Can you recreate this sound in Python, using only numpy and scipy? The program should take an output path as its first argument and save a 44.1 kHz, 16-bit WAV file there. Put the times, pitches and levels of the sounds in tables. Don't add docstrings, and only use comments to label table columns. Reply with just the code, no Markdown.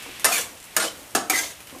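import sys
import numpy as np
from scipy import signal
from scipy.fft import rfft, irfft
from scipy.io import wavfile
from scipy.ndimage import uniform_filter1d

SR = 44100
rng = np.random.default_rng(int(sys.argv[2]) if len(sys.argv) > 2 else 0)


def volts(x):
    e = np.asarray(x, float) / 20
    return 10 ** e


def wav_record(signal):
    frames = np.transpose(np.atleast_2d(signal))
    bounded = np.clip(frames, -1, 1)
    quanta = np.round(bounded * 32767).astype(np.int16)
    wavfile.write(sys.argv[1], SR, quanta)


N = 79380


def evened(x):
    return x / np.sqrt(np.mean(x ** 2) + 1e-20)


def read(points, hz):
    f, value = np.transpose(points)
    return np.interp(np.log(hz + 1), np.log(f + 1), value)


def add(mix, start_s, sound):
    part = mix[round(start_s * SR):][:len(sound)]
    part += sound[:len(part)]


def coloured(x, points):
    gain_db = read(points, np.fft.rfftfreq(len(x), 1 / SR))
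    return irfft(rfft(x) * volts(gain_db), len(x))


def drift(size):
    smooth = uniform_filter1d(rng.standard_normal(N), size)
    return evened(uniform_filter1d(smooth, size))


def resonate(x, hz, width_hz):
    r = np.exp(-np.pi * width_hz / SR)
    pole = r * np.exp(2j * np.pi * hz / SR)
    return 2 * signal.lfilter([1 - r], [1, -pole], x).real


def resonate_twice(x, hz, width_hz):
    return resonate(resonate(x, hz, width_hz), hz, width_hz)


def modes(hz, db, t60_s, size=22050):
    t = np.arange(size)[:, None] / SR
    sines = np.sin(2 * np.pi * (hz * t + rng.random(len(hz))))
    return (sines * volts(-60 * t / t60_s)) @ volts(db)


def crowd(count):
    u = (np.arange(count) + rng.random(count)) / count
    return 150 + 16400 * u ** 1.5, 5 * np.log10(u + .01)


def flattened(body):
    z = rfft(body)
    power = uniform_filter1d(abs(z) ** 2, size=25)
    return evened(irfft(z / np.sqrt(power + 1e-9), len(body)))


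def blows():
    # start_s, peak_db, dull_share (0-1), ring_factor
    landings = [
        (0.2444, -1, 0.21, 0.19),
        (0.2508, -2.5, 0.46, 0.88),
        (0.7653, -1, 0.04, 0.25),
        (.772, -9.5, 0.86, 0.59),
        (1.1496, -2, 0.93, 0.65),
        (1.298, -2.5, 0.06, 0.49),
    ]
    spots = [0, 0, 1, 1, 2, 3]
    # freq_hz, level_db
    spot_modes = [
        [(680, -31.5), (1292, -33.5), (2670, -30), (6724, -24.5), (8796, -21), (9808, -18), (11493, -18.5)],
        [(632, -36), (1360, -45), (2950, -28), (1720, -27), (4900, -31), (6780, -26.5), (8177, -28),
         (9200, -23)],
        [(276, -33.5), (312, -35), (396, -36.5), (520, -42), (710, -21.5), (785, -28), (1090, -33), (1282, -24),
         (1340, -22), (1640, -30), (1710, -20), (2700, -22), (6385, -41), (6530, -20.5), (9044, -22.5)],
        [(307, -34), (760, -30), (1290, -28.5), (2271, -22.5), (4608, -30), (6525, -25)],
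    ]
    # freq_hz, level_db_per_hz
    bright = [(100, -27), (400, -9.5), (1100, -7.5), (3800, -6.5), (9400, -1.5), (14500, 0.5), (15800, -31),
              (16500, -45)]
    # freq_hz, level_db_per_hz
    dull = [(100, -18), (250, -7), (700, -3), (1800, -8), (2100, -19.5), (6500, -9), (12500, -12),
            (16500, -22)]
    # freq_hz, t60_s
    bowl_ring = [(200, 0.37), (700, 0.32), (2000, 0.38), (5000, 0.23), (9000, 0.21), (15200, 0.04),
                 (15700, 0.018)]
    # freq_hz, factor
    line_ring = [(300, 1.28), (3000, 0.3), (6000, 0.62), (12000, 0.45)]
    # freq_hz, gain_db
    below_top = [(15400, 0), (15700, -70)]
    modes_db, crack_db, crack_s, top_s = -2.5, -2.5, 0.014, 0.004
    out, t = np.zeros(N), np.arange(11025) / SR
    for (start_s, peak_db, dull_share, ring), spot in zip(landings, spots):
        hz, even_db = crowd(count=450)
        colour_db = (1 - dull_share) * read(bright, hz) + dull_share * read(dull, hz)
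        mode_db = colour_db + even_db + 2.5 * rng.standard_normal(len(hz))
        t60_s = ring * read(bowl_ring, hz) * rng.uniform(.4, 1.1, len(hz))
        body = modes(hz, mode_db, t60_s, size=len(t))

        line_hz, line_db = np.transpose(spot_modes[spot])
        line_t60_s = ring * read(line_ring, line_hz) * read(bowl_ring, line_hz)
        lines = modes(line_hz, line_db, line_t60_s, size=len(t))

        noise = coloured(rng.standard_normal(len(t)), np.transpose([hz, colour_db]))
        crack = evened(noise) * np.exp(-t / crack_s)

        sound = body / body[:900].std() + volts(modes_db) * lines / lines[:900].std() + volts(crack_db) * crack
        low = coloured(np.minimum(t / 0.0013, 1) ** 2 * sound, below_top)
        top = np.minimum(t / 0.0018, 1) ** 2 * sound - low
        add(out, start_s - .0008, volts(peak_db - 17.0) * (low + top * np.exp(-t / top_s)))
    return out


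def drags():
    # time_s, level_db
    pressures = [
        [(.26, -29), (.31, -27), (.325, -22), (.39, -23.5), (.42, -30.5), (.47, -47.5), (.56, -65)],
        [(.775, -30), (.80, -28), (.85, -26), (.88, -33), (.92, -82), (.99, -80)],
        [(1.305, -35), (1.34, -27), (1.39, -23.5), (1.42, -30.5), (1.45, -33.5), (1.52, -42), (1.58, -93)],
    ]
    # freq_hz, level_db_per_hz
    colours = [
        [(59, -64), (100, -37), (291, -9.5), (1960, -8.5), (2800, -6), (3460, -9.5), (15000, -7.5)],
        [(100, -27), (300, 0.5), (1400, -4.5), (2800, -6), (9400, -4.5), (15000, -14)],
        [(100, -29), (300, -10), (650, -5.5), (1500, -8.5), (3000, -6.5), (6500, -1.5), (15000, -5.5)],
    ]
    # freq_hz, width_hz, level_db
    sung_modes = [
        [(1290, 100, -19), (1700, 140, -9), (297, 29, -1), (2810, 82, -26), (7600, 2900, 12)],
        [(557, 27, -27), (1520, 300, -7), (4540, 2200, 0), (8430, 270, -2), (8900, 200, -9)],
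        [(306, 120, -10), (624, 66, 20.5), (1620, 26, 17), (6340, 130, 25.5), (8350, 140, -2)],
    ]
    slips_per_s, slip_spread_db, chatter_db = 8000, 3.2, 1.1
    drag_t60_s, sing_db = 0.03, -10.5
    out, t = np.zeros(N), np.arange(N) / SR
    for pressure, colour, sung in zip(pressures, colours, sung_modes):
        time_s, level_db = np.transpose(pressure)
        size_db = slip_spread_db * np.minimum(rng.exponential(1, N), 3)
        slips = volts(size_db) * (rng.random(N) < slips_per_s / SR)
        slips = slips * rng.choice([-1., 1.], N) * volts(chatter_db * drift(size=300))

        hiss = np.zeros(N)
        for k in range(3):
            hz, even_db = crowd(count=300)
            mode_db = even_db + 2.2 * rng.standard_normal(len(hz))
            body = modes(hz, mode_db, drag_t60_s, size=3072)
            at_spot = slips * np.cos(np.pi * (11 * t + k / 3))
            hiss += signal.oaconvolve(at_spot, flattened(body))[:N]

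        song = np.zeros(N)
        for hz, width_hz, db in sung:
            tone = evened(resonate_twice(slips, hz, 1.04 * width_hz))
            song += volts(db + 2.7 * drift(size=700)) * tone

        gate = np.clip(np.minimum(t - time_s[0], time_s[-1] - t) / 0.03, 0, 1)
        scrape = evened(coloured(hiss, colour)) + volts(sing_db) * evened(song)
        out += gate * volts(np.interp(t, time_s, level_db)) * scrape
    return out


def squeals():
    # start_s, length_s, freq_hz, level_db
    catches = [(0.244, 0.016, 1790, -27.5), (0.248, 0.0089, 460, -34), (.247, 0.015, 660, -29.5),
               (.253, .014, 1107, -31), (.254, 0.019, 2036, -34), (.258, 0.024, 2666, -34.5),
               (.262, 0.041, 1290, -33), (0.281, 0.011, 748, -31.5), (0.306, 0.0073, 2660, -37),
               (0.308, 0.016, 757, -32), (0.317, 0.015, 1290, -34.5), (.32, .026, 2465, -32.5),
               (0.347, 0.025, 2299, -31), (0.348, 0.014, 2940, -44), (0.367, 0.034, 1715, -38.5),
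               (.38, 0.0225, 498, -39.5), (0.766, 0.01, 1280, -26.5), (.782, 0.0093, 1654, -34),
               (.785, 0.016, 640, -36.5), (0.795, 0.023, 1420, -33), (0.821, 0.018, 1617, -34),
               (0.838, 0.006, 1330, -30), (.865, 0.0047, 498, -33.5), (0.879, .003, 3100, -32),
               (.772, 0.035, 8177, -40.5), (1.359, 0.039, 6340, -39), (1.368, .03, 8350, -42),
               (1.302, 0.0079, 2600, -32.5), (1.39, 0.017, 3250, -47.5), (0.247, 0.01, 9050, -22),
               (.325, 0.045, 6750, -35.5), (.32, 0.036, 11500, -40), (1.299, 0.014, 2337, -28),
               (1.30, 0.013, 761, -31.5), (1.315, 0.0079, 2270, -32), (1.322, 0.0082, 1290, -28),
               (1.326, 0.016, 307, -32), (1.332, 0.026, 2034, -27), (1.347, 0.021, 1290, -36.5),
               (1.353, 0.026, 1975, -30.5), (1.377, 0.028, 1610, -39.5), (1.384, 0.028, 2050, -35.5),
               (1.431, 0.014, 1080, -48.5), (1.432, 0.0062, 2100, -32), (1.441, 0.0097, 622, -39)]
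    rise_s, t60_s, rough, width_hz = 0.0056, 0.025, .85, 300
    out, t = np.zeros(N), np.arange(4410) / SR
    for start_s, length_s, hz, db in catches:
        tone = np.sin(2 * np.pi * (hz * t + rng.random())) * np.sqrt(2)
        fuzz = evened(resonate_twice(rng.standard_normal(len(t)), hz, width_hz))
        shape = np.minimum(t / rise_s, 1) * volts(-60 * np.maximum(t - length_s, 0) / t60_s)
        add(out, start_s, volts(db) * shape * (tone + rough * fuzz))
    return out


def thuds():
    # start_s, peak_db, centre_hz
    landings = [(0.061, -28.5, 455), (0.088, -31, 355), (0.117, -43, 279), (0.52, -37.5, 251),
                (0.942, -36, 296), (0.992, -30, 291), (1.098, -39, 610), (1.725, -31, 262),
                (1.7489, -27, 514), (1.762, -28, 362), (1.774, -54, 268)]
    bowl_hz = (275, 308)
    mode_db = np.array([-5.5, -14.0, -4.0, -2.5, -31.0])
    t60_s = 0.15
    out, t = np.zeros(N), np.arange(6000) / SR
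    for start_s, peak_db, hz in landings:
        f = np.array([*bowl_hz, hz, hz * 2.1, hz * 1.2])
        ring = modes(f, mode_db, t60_s * 300 / f, size=len(t))
        add(out, start_s, volts(peak_db - 8.0) * np.minimum(t / 0.00067, 1) * ring)
    return out


def spits():
    # start_s, peak_db, centre_hz
    bursts = [(0.0246, -25.5, 9200), (0.025, -29, 13500), (0.033, -31, 9500), (0.197, -20, 10300),
              (0.208, -32, 10000), (0.574, -31.5, 8100), (0.602, -30, 8200), (0.628, -30.5, 8600),
              (0.642, -28, 11900), (0.653, -32, 10800), (0.3195, -22, 2500), (0.8, -11.5, 2180),
              (0.933, -46, 12500), (0.962, -34, 12300), (0.974, -32, 10000), (0.987, -42, 10400),
              (0.991, -33, 12900), (0.998, -39, 9700), (1.009, -39.5, 9000), (1.04, -33, 14100),
              (1.108, -33, 10500), (1.136, -54, 12000), (1.435, -18, 3700), (1.6045, -30, 2500),
              (1.6048, -30, 13000), (1.6722, -28, 12750), (1.6725, -30, 2650), (1.697, -29.5, 2550),
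              (1.707, -29, 2220), (1.786, -32, 11800)]
    t60_s, q = 0.13, 2.4
    out, t = np.zeros(N), np.arange(2205) / SR
    for start_s, peak_db, hz in bursts:
        noise = rng.standard_normal(len(t))
        noise[0] = 4
        burst = evened(resonate(noise, hz, hz / q)) + 0.35 * noise
        decay = np.exp(-t / 0.00024) + 0.4 * volts(-60 * t / t60_s)
        add(out, start_s, volts(peak_db - 10.0) * burst * decay)
    return out


def sizzle():
    # freq_hz, level_db_per_hz
    hiss_colour = [(25, -0.5), (60, -1), (250, -6), (700, -5.5), (1100, -6.5), (4500, -14), (8000, -11.5),
                   (15000, -10)]
    # time_s, level_db, simmer_db
    heat_curve = [(0, -39.5, -42), (.2, -40, -42), (.5, -40, -56), (0.652, -45.5, -50), (0.749, -40, -49.5),
                  (1.0, -41, -52.5), (1.14, -41.5, -57.5), (1.55, -42, -49.5), (1.679, -42, -56.5),
                  (1.8, -41, -56)]
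    sizzle_db, simmer_hz, simmer_width_hz = -2.5, 2500, 1740
    pops_per_s, pops_db = 500, -15
    t = np.arange(N) / SR
    time_s, level_db, simmer_db = np.transpose(heat_curve)
    hiss = evened(coloured(rng.standard_normal(N), hiss_colour)) * volts(0.42 * drift(size=500))

    broad = resonate(rng.standard_normal(N), simmer_hz, simmer_width_hz)
    simmer = evened(resonate(broad, simmer_hz, simmer_width_hz) + 1.4 * broad)
    simmer_gain = volts(np.interp(t, time_s, simmer_db) + .6 * drift(size=300))

    clicks = volts(9 * np.minimum(rng.exponential(1, N), 3)) * (rng.random(N) < pops_per_s / SR)
    which = rng.integers(0, 8, N)
    pops = np.zeros(N)
    for k, hz in enumerate(np.geomspace(3000, 13000, 8)):
        pops += resonate(clicks * (which == k), hz, hz / 4)

    heat = volts(np.interp(t, time_s, level_db) + sizzle_db)
    return heat * (hiss + volts(pops_db) * evened(pops)) + simmer_gain * simmer


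def kitchen(x):
    # freq_hz, t60_s
    room_decay = [(200, 0.58), (1500, 0.36), (6000, 0.32), (14000, 0.24)]
    taps = np.zeros(SR // 2)
    at = np.arange(200, SR // 2 - 20, 20)
    taps[at + rng.integers(0, 20, len(at))] = rng.choice([-1., 1.], len(at))
    hz, t, z = signal.stft(taps, SR, nperseg=256)
    decay = volts(-60 * t / read(room_decay, hz)[:, None])
    tail = signal.istft(z * decay, SR, nperseg=256)[1]
    return signal.fftconvolve(x, tail / np.linalg.norm(tail))[:N]


def scene():
    # freq_hz, gain_db
    steady_edge = [(9000, 0.5), (12500, -2.5), (15000, -8), (15420, -11), (15660, -75)]
    kitchen_db = -7
    hits, sung = blows(), squeals()
    rest = drags() + spits() + thuds()
    echo = volts(kitchen_db) * kitchen(hits + rest + 0.63 * sung)
    steady = coloured(rest + sung + echo + sizzle(), steady_edge)
    return (hits + steady)[None]


def low_pass(x):
    return signal.sosfilt(signal.butter(12, 16610, fs=SR, output="sos"), x)


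def record(dry):
    mic_low_hz = 50
    high_pass = signal.butter(2, mic_low_hz, "high", fs=SR, output="sos")
    mix = signal.sosfilt(high_pass, dry)
    return low_pass(mix)


dry = scene()
out = record(dry)
wav_record(out)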